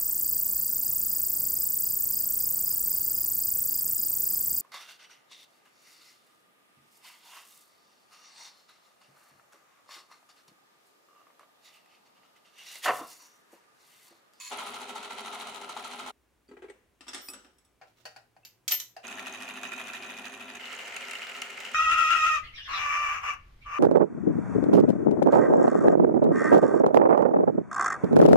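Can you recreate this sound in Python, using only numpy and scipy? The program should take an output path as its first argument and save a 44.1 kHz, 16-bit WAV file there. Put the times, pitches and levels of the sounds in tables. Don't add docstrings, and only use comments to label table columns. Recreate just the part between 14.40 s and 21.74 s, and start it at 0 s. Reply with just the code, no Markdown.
import sys
import numpy as np
from scipy import signal
from scipy.fft import rfft, irfft
from scipy.io import wavfile

SR = 44100
rng = np.random.default_rng(int(sys.argv[2]) if len(sys.argv) > 2 else 0)


def put_to_file(sound):
    columns = np.atleast_2d(sound).T
    safe = np.clip(columns, -1, 1)
    whole_steps = np.round(safe * 32767)
    wavfile.write(sys.argv[1], SR, whole_steps.astype(np.int16))


N = 323914
T = np.arange(N) / SR


def from_db(db):
    return 10 ** (np.asarray(db) / 20)


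def rms_one(x):
    return x / np.sqrt(np.mean(x ** 2) + 1e-20)


def drift(t, rate):
    knots = rng.standard_normal(400)
    return rms_one(np.interp((t - t[0]) * rate, np.arange(len(knots)), knots, period=len(knots)))


def convolve(x, response):
    return signal.oaconvolve(np.atleast_2d(x), np.atleast_2d(response), axes=1)[:, :x.shape[-1]]


def colour(x, spectrum, size=2048):
    hz, db = np.transpose(spectrum)
    grid = np.maximum(np.fft.rfftfreq(size, 1 / SR), 1)
    cepstrum = irfft(np.log(from_db(np.interp(np.log(grid), np.log(hz), db))))
    cepstrum[1:size // 2] *= 2
    cepstrum[size // 2 + 1:] = 0
    response = irfft(np.exp(rfft(cepstrum)))
    return convolve(x, response / np.linalg.norm(response))


def resonate(x, resonances, size=4096):
    t = T[:size]
    response = sum((-1) ** k * from_db(db) * width * np.exp(-np.pi * width * t)
                   * np.cos(2 * np.pi * hz * t) for k, (hz, width, db) in enumerate(resonances))
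    return convolve(x, response / np.linalg.norm(response))


def grains(t, per_s, spread_db):
    sizes = from_db(spread_db * np.minimum(rng.exponential(1, len(t)), 4))
    return rms_one(sizes * rng.choice([-1, 1], len(t)) * (rng.random(len(t)) < per_s / SR))


def contact(t, s, decay_s, size=4096):
    burst = rng.standard_normal(size) * np.exp(-T[:size] / decay_s)
    burst *= np.sqrt(.005 * SR) / np.linalg.norm(burst)
    out, at = np.zeros(len(t) + size), np.searchsorted(t, s)
    out[at:at + size] = burst
    return out[:len(t)]


def panned(x, pan_db):
    return x * from_db(np.array([[.5], [-.5]]) * pan_db)


# (frequency [Hz], relative side level [dB])
SIDE_EQ = [(100, -20), (300, -7.5), (700, -3.5), (2000, 0), (15000, 0.5)]

def scatter(x):
    return x + .54 * colour(x * rng.standard_normal(len(x)), SIDE_EQ) * np.array([[1], [-1]])


def workshop(x, near_db, far_db, near_t60=.061, far_t60=.76, size=22050):
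    t = T[:size]
    fade = 0
    for db, t60, delay_s in ((near_db, near_t60, .0006), (far_db, far_t60, .007)):
        power = from_db(-60 * t / t60) ** 2 * (t > delay_s)
        fade = fade + from_db(db) ** 2 * power / power.sum()
    mid, side = rng.standard_normal((2, size)) * np.sqrt(fade / 2)
    mid[0] = 1
    return convolve(x, (mid + colour(side, SIDE_EQ) * np.array([[1], [-1]])) / np.linalg.norm(mid))


def chirps(t, force, resonances, per_s, spread_db):
    shares = np.array([from_db(db) * np.sqrt(width) for hz, width, db in resonances])
    return sum(share * resonate(scatter(force * grains(t, per_s, spread_db)), [resonance])
               for share, resonance in zip(shares / np.linalg.norm(shares), resonances))


# (time [s], bar ring level [dB], crack level [dB])
BIG_CHIPS = [(0.5577, -42, -52), (1.292, -37, -48), (1.3648, -37, -56), (1.4443, -41.5, -47.5),
             (1.592, -40.5, -49), (4.68, -40, -45), (4.8677, -34, -49), (5.0224, -40, -43.5),
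             (5.232, -34, -45.5), (5.3335, -35.5, -49), (5.379, -37.5, -50), (5.4977, -37, -60),
             (5.534, -35.5, -46.5), (6.564, -35, -39.5), (6.7106, -34, -41), (6.7329, -37.5, -46),
             (7.0179, -32, -36.5), (7.203, -39, -44)]

def shed_chips(t, cut, feed, chipping, turn_count=24, second_chip_db=-4.5, spread_db=2):
    start, end, spindle_hz, bite_s = cut[:4]
    lead_s, gap_s, jitter_s, ring_db, crack_db, decay_s = chipping
    turns = bite_s - lead_s + np.arange(-1, turn_count) / spindle_hz
    times = np.concatenate([turns, turns + gap_s])
    late, ring_luck, crack_luck = np.clip(rng.standard_normal((len(times), 3)), -2, 2).T
    db = np.interp(times, *np.transpose(feed)) + np.repeat([0, second_chip_db], len(turns))
    chips = list(zip(times + jitter_s * late,
                     db + ring_db + spread_db * ring_luck,
                     db + crack_db + spread_db * crack_luck))
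    cracks, kicks = np.zeros((2, len(t)))
    for s, kick_db, snap_db in chips + BIG_CHIPS:
        if start < s < end:
            cracks += from_db(snap_db) * contact(t, s, decay_s)
            kicks += from_db(kick_db) * contact(t, s + .001, decay_s=.0035)
    return cracks, kicks


# (frequency [Hz], relative level [dB])
CRACK_EQ = [(60, -69), (1000, -36), (3500, 4.5), (5000, 0.5), (7000, 5), (11000, -4.5), (15500, -20)]
# (frequency [Hz], width [Hz], relative level [dB])
FRAME_MODES = [(102.6, 3.9, -13.5), (157.5, 9.8, -12), (202, 12.7, -2.5), (241.4, 21.8, 3), (266, 21, 1),
               (344.5, 14, -2.5), (386, 30, 0.5), (417, 32, 0.5), (514.7, 9.6, 1), (704, 33, -1.5)]

def cutting(t, cut, feed, chipping, squeak, scrape_eq, rings):
    spindle_hz, bite_s, throb_db, judder_hz, judder_s, judder_db, frame_db, scrape_db, ring_db = cut[2:-1]
    grab = 1.8
    turn = np.tanh(grab * np.cos(2 * np.pi * spindle_hz * (t - bite_s))) / np.tanh(grab)
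    judder = np.cos(2 * np.pi * judder_hz * (t - judder_s))
    bite = rms_one(from_db(throb_db * turn + judder_db * judder + drift(t, rate=99)))
    pressure = from_db(np.interp(t, *np.transpose(feed)))
    cracks, kicks = shed_chips(t, cut, feed, chipping)
    snaps = colour(scatter(cracks), CRACK_EQ) + resonate(scatter(kicks), rings)
    rub = from_db(scrape_db) * pressure * grains(t, per_s=9000, spread_db=3.5)
    flanks = 2.38 * signal.lfilter(*signal.butter(1, 600, fs=SR), rub * (1 - bite))
    tearing = rub * bite + flanks + from_db(-7) * kicks
    singing = chirps(t, from_db(ring_db) * pressure * bite, rings, per_s=150, spread_db=1.54)
    flakes = [(hz, 700, -9 * np.log2(hz / 3700)) for hz in np.geomspace(3700, 11000, num=7)]
    crackle = chirps(t, from_db(-22) * pressure * bite, flakes, per_s=49, spread_db=5.5)
    squeaks = chirps(t, from_db(squeak[2]) * pressure, [squeak], per_s=30, spread_db=4)
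    frame = from_db(frame_db) * resonate(rng.standard_normal(len(t)) * from_db(turn), FRAME_MODES)
    scrape = colour(scatter(tearing), scrape_eq)
    return scrape + singing + snaps + crackle + squeaks + panned(frame, pan_db=3)


# (start [s], end [s], spindle rate [Hz], first bite [s], throb depth [dB],
# judder rate [Hz], first judder [s], judder depth [dB], frame level [dB], scrape over feed [dB],
# ring over feed [dB], pan left [dB])
CUT_CUES = [(-.02, 0.11, 20, 0.044, -0.5, 104.3, .01, 2, -89, -4, 0, .2),
            (.112, 1.712, 13.56, .1301, 3.3, 93.4, .1114, 2.2, -52.5, -5.2, -6.5, .5),
            (4.642, 6.186, 13.09, 4.716, 4, 104.8, 4.6418, 4.5, -53, -7.5, -5.5, -.65),
            (6.192, 7.39, 14, 6.4, 1, 77.2, 6.201, 0.5, -56.5, -7, -6.5, -0.5)]
# (time [s], level [dB])
FEED_ENVELOPES = [
    [(0, -47), (.09, -47)],
    [(0.13, -37), (0.5, -42.4), (0.59, -41), (0.71, -41.5), (1.01, -39), (1.25, -44), (1.34, -41.5),
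     (1.7, -41)],
    [(4.66, -40.5), (4.9, -39), (4.99, -41.5), (5.07, -38.5), (5.17, -41), (5.37, -39.5), (6.18, -43)],
    [(6.2, -39.5), (6.7, -38), (7.01, -39.5), (7.11, -41), (7.23, -38.5), (7.33, -40)],
]
# (lead on the bite [s], gap to second chip [s], jitter [s],
# bar ring over feed [dB], crack over feed [dB], crack decay [s])
CHIP_RHYTHMS = [(.01, 0.011, 0.0061, -12, -9, .0025), (.015, .019, .004, -1.5, -9, 0.008),
                (.002, .036, .008, 1, -11.5, 0.0014), (.006, .02, .006, -2.5, -12.5, 0.0025)]
# (frequency [Hz], width [Hz], level over feed [dB])
SWARF_SQUEAKS = [(6850, 200, -14), (10470, 710, -24), (6430, 210, -21.5), (6800, 360, -24.5)]
# (frequency [Hz], relative level [dB])
SCRAPE_EQS = [
    [(60, -48), (300, -34), (780, -30), (1100, 9), (1550, -2.5), (2100, 8), (4500, 4.5), (9000, -1),
     (11000, 0), (15500, -11)],
    [(40, -33), (150, -28), (400, -7.5), (750, 0.5), (1350, 0), (1700, -7.5), (2200, -3), (2450, -1),
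     (4000, -3), (4900, -15), (6400, -16), (10500, -17), (12000, -38), (15500, -44)],
    [(40, -36), (150, -21), (400, -2.5), (750, 5), (1500, 6.5), (2100, 3), (2800, 5.5), (3700, -0.5),
     (4500, -28), (6500, -6), (8000, -19), (11000, -12), (15500, -39)],
    [(40, -38), (150, -37), (400, -2), (800, -0.5), (1500, 4), (2900, 2.5), (3300, -5), (4400, -10),
     (6500, -13), (8200, -16), (9500, -34.5), (12500, -32), (15500, -39)],
]
# (frequency [Hz], width [Hz], relative level [dB])
BAR_MODES = [
    [(997, 6.9, -6), (2550, 20, -4), (4200, 44, -8), (4400, 49, -5), (6630, 110, -7), (7040, 110, -3),
     (10300, 250, -17)],
    [(1252, 21.5, 1), (1354, 50, 2), (868, 190, -6.5), (2470, 51, -18), (6270, 240, -21)],
    [(1349, 36, -1), (1760, 140, -6), (2446, 62, 4), (2607, 134, -1.5), (3780, 91, -10), (6530, 190, -20)],
    [(1327, 92, -6.5), (2132, 95, 3.5), (2367, 110, -3.5), (2834, 102, 4), (7000, 320, -21.5)],
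]

def drill():
    out = np.zeros((2, N))
    for cut, *parts in zip(CUT_CUES, FEED_ENVELOPES, CHIP_RHYTHMS, SWARF_SQUEAKS, SCRAPE_EQS, BAR_MODES):
        start, end, *_, pan_db = cut
        span = (T > start - .1) & (T < end + .1)
        t = T[span]
        gate = np.clip((t - start) / .024 + .5, 0, 1) * np.clip((end - t) / .008 + .5, 0, 1)
        sound = workshop(cutting(t, cut, *parts), near_db=-5.5, far_db=-7, near_t60=.025, far_t60=.38)
        out[:, span] += gate * panned(sound, pan_db)
    return out


# (start [s], end [s], pitch [Hz], level before swell [dB])
SQUEAL_CUES = [(2.812, 2.886, 14562, -46.5), (2.816, 2.9, 9440, -52), (2.75, 2.87, 5460, -55),
               (-.02, .075, 1001, -49), (-.02, .075, 2570, -47)]

def bit_squeal():
    out = np.zeros(N)
    for start, end, hz, db in SQUEAL_CUES:
        swell = np.interp(T, [start, start + .004, end, end + .03], [0, .27, .55, 0])
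        out += from_db(db + 2 * drift(T, rate=36)) * swell * np.sin(2 * np.pi * hz * T)
    return out


# (frequency [Hz], relative level [dB])
AIR_EQ = [(20, -22), (45, -7), (90, -8), (220, -7.5), (400, -7.5), (600, -12.5), (2300, -18.5),
          (4600, -26.5), (10000, -27), (14000, -31.5), (15800, -29)]
# (start [s], end [s], pitch [Hz], level [dB])
HUM_CUES = [(1.715, 3.397, 61.6, -78), (3.412, 4.629, 119.8, -77), (4.663, 6.19, 102, -74.5)]

def room_tone():
    white = rng.standard_normal((3, N))
    bed = from_db(-74.5) * colour(white[0] + .93 * white[1:], AIR_EQ)
    for start, end, hz, db in HUM_CUES:
        level = from_db(db + 1.9 * drift(T, rate=16)) * (T > start) * (T < end)
        bed += level * np.sqrt(2) * np.sin(2 * np.pi * hz * T + 1.3 * drift(T, rate=25))
    return bed


def ringing(t, hz, db, t60, lag_s=1.25e-5):
    return from_db(db - 60 * t / t60) * np.sin(2 * np.pi * hz * (t - lag_s * np.array([[.5], [-.5]])))


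# (time [s], pitch [Hz], level [dB], t60 [s])
PING_CUES = [(2.081, 4620, -64, .15), (2.285, 2235, -54, 0.12), (2.298, 8300, -58, .09),
             (2.690, 7700, -40, .044), (2.69, 5420, -38, 0.042), (2.779, 8350, -44, 0.049),
             (2.886, 2560, -41, .08), (2.886, 4950, -33.5, 0.036), (3.654, 4560, -50, .25),
             (4.033, 2650, -61, .3), (4.320, 3036, -39, 0.16), (4.321, 5500, -54, 0.32)]

def steel_pings(size=22050):
    out = np.zeros((2, N))
    for s, hz, db, t60 in PING_CUES:
        at = round(s * SR)
        out[:, at:at + size] += ringing(T[:size], hz, db, t60)
    return out


def struck_steel(hits, knock_eq, modes, bounce_s, bounce_db, far_db, far_t60, pan_db=0, size=22050):
    rough, bright, clicks = np.zeros((3, N))
    for s, db, ring_db, decay_s, treble_db in hits:
        burst = from_db(db) * contact(T, s, decay_s)
        rough += burst + from_db(db + bounce_db) * contact(T, s + bounce_s, decay_s)
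        bright += from_db(treble_db) * burst
        clicks[round(s * SR)] = from_db(ring_db)
    shelved = bright + signal.lfilter(*signal.butter(1, 3000, fs=SR), rough - bright)
    knocks = workshop(colour(scatter(shelved), knock_eq), near_db=3.5, far_db=far_db, far_t60=far_t60)
    rings = convolve(clicks, sum(ringing(T[:size], *mode) for mode in modes))
    rings = signal.sosfilt(signal.butter(2, 190, "high", fs=SR, output="sos"), rings)
    return panned(knocks + workshop(rings, near_db=-21, far_db=-15, far_t60=far_t60), pan_db)


# (time [s], contact [dB], ring [dB], contact decay [s], treble shelf [dB])
HEAD_HITS = [(2.088, -58, -58, 0.0083, 5), (2.113, -47, -51, 0.0076, -23), (2.168, -48, -60, .0073, -21),
             (2.221, -42, -72, .018, -11), (2.286, -52, -80, 0.0076, -1), (2.299, -50.5, -66, 0.0032, 8.5)]
# (frequency [Hz], relative level [dB])
HEAD_EQ = [(88, -66), (150, -26), (250, -7.5), (395, -1), (545, -10), (2310, -17), (4480, -32), (4840, -36),
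           (8230, -29.5), (14000, -55)]
# (frequency [Hz], level [dB], t60 [s])
HEAD_RING = [(265, 3.5, 0.26), (341, -4, 0.6), (386, -3, 0.46), (466.7, -21, 0.18), (1305, -9, .15),
             (2160, -35, 0.22)]

def chuck_loosening():
    return struck_steel(HEAD_HITS, HEAD_EQ, HEAD_RING,
                        bounce_s=.02, bounce_db=-6, far_db=-1.5, far_t60=.51, pan_db=1)


# (time [s], contact [dB], ring [dB], contact decay [s], treble shelf [dB])
BIT_HITS = [(2.608, -48, -72, 0.0049, 1.5), (2.668, -46.5, -75, 0.006, -6), (2.681, -46.5, -65, .005, 11),
            (2.690, -45.5, -69, 0.0035, 0), (2.733, -48.5, -65, 0.0053, 15), (2.746, -38.5, -49, 0.0014, 8),
            (2.779, -43, -69, 0.0058, -11), (2.886, -46, -43, 0.0045, -4), (2.901, -50, -44.5, 0.0067, -1),
            (2.935, -43, -47.5, 0.0077, 1.5), (3.047, -50.5, -70, 0.002, -17), (3.184, -67, -67, 0.0053, 3),
            (3.249, -74, -69, .003, 8)]
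# (frequency [Hz], relative level [dB])
BIT_EQ = [(100, -38), (160, -14.5), (250, 8), (550, 1.5), (900, -2.5), (1300, 3.5), (2000, -4.5),
          (3300, -3), (4500, -11), (5400, -1), (6500, -11), (8400, -9), (12500, -28), (15000, -40)]
# (frequency [Hz], level [dB], t60 [s])
BIT_RING = [(209, -26, 0.66), (376, -13, 0.84), (1218, -16.5, 0.92), (3530, -22, 0.064), (5450, -9, 0.15),
            (5520, -12, 0.16), (5530, -6, 0.045), (7820, -1, 0.15), (7790, -10, 0.097), (9600, 2.5, 0.073),
            (11540, -8, 0.11), (14562, -14, 0.2)]

def bit_dropping():
    return struck_steel(BIT_HITS, BIT_EQ, BIT_RING, bounce_s=.018, bounce_db=-6.5, far_db=3, far_t60=.44)


# (time [s], contact [dB], ring [dB], contact decay [s], treble shelf [dB])
CHUCK_HITS = [(3.413, -44.5, -78, 0.017, -19), (3.654, -39.5, -46, .007, 5.5),
              (3.762, -45, -57, 0.0042, 2.5), (3.965, -56.5, -75.5, .0031, -9),
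              (4.565, -40, -66, 0.0036, -3)]
# (frequency [Hz], relative level [dB])
CHUCK_EQ = [(120, -76), (200, -41), (515, -5), (769, 1.5), (1150, -14), (1430, -8), (2290, -15),
            (2650, -10.5), (3480, -24), (4580, -15.5), (6710, -26), (15500, -39.5)]
# (frequency [Hz], level [dB], t60 [s])
CHUCK_RING = [(613, -4, 0.25), (784, -10.5, 0.34), (997, -5, 0.14), (1890, -7.5, 0.24), (4460, 4.5, 0.07),
              (4840, -22, 0.18), (8800, -15, 0.094)]

def bit_refitting():
    return struck_steel(CHUCK_HITS, CHUCK_EQ, CHUCK_RING,
                        bounce_s=.01, bounce_db=-11, far_db=1, far_t60=.3, pan_db=1)


def chuck_sleeve(start=3.46, end=3.65):
    ticks = from_db(-69) * grains(T, per_s=120, spread_db=3.5) * (T > start) * (T < end)
    tick_eq = [(500, -3), (2000, -5.5), (2700, -2.5), (7000, -9.5), (9500, -19), (15000, -16)]
    return workshop(colour(scatter(ticks), tick_eq), near_db=4, far_db=4)


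# (time [s], contact [dB], ring [dB], contact decay [s], treble shelf [dB])
KEY_CLINKS = [(4.050, -43, -55, 0.0015, -4.7), (4.279, -29.5, -41, 0.0033, 6),
              (4.309, -23, -37, 0.011, -2.5), (4.320, -23, -23.5, .0086, -11),
              (4.400, -37, -38, 0.0018, 3.5)]
# (frequency [Hz], relative level [dB])
KEY_EQ = [(40, -63), (120, -48), (250, -27), (600, -10.5), (1800, -6.5), (3200, 1), (4500, -0.5), (6200, 5),
          (7500, 0), (8300, -7.5), (12000, -8), (15500, -15)]
# (frequency [Hz], level [dB], t60 [s])
KEY_RING = [(1808, -16.5, 0.15), (2465, -21, 0.19), (3000, -11.5, 0.2), (5500, -31, .25),
            (6040, -31, 0.217), (7100, -36, .3), (7460, -42, .5), (13245, -12, 0.19), (13280, 5.5, 0.17)]

def chuck_key():
    return struck_steel(KEY_CLINKS, KEY_EQ, KEY_RING,
                        bounce_s=.019, bounce_db=-7.5, far_db=-.5, far_t60=.28)


def scene():
    drilling = drill() + bit_squeal()
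    bed = room_tone()
    bit_out = steel_pings() + chuck_loosening() + bit_dropping()
    bit_in = bit_refitting() + chuck_sleeve() + chuck_key()
    return drilling + bed + bit_out + bit_in


def record(dry):
    cutoff_hz = 15900
    return signal.sosfilt(signal.ellip(10, .1, 80, cutoff_hz, fs=SR, output="sos"), dry)


dry = scene()
out = record(dry)
put_to_file(out)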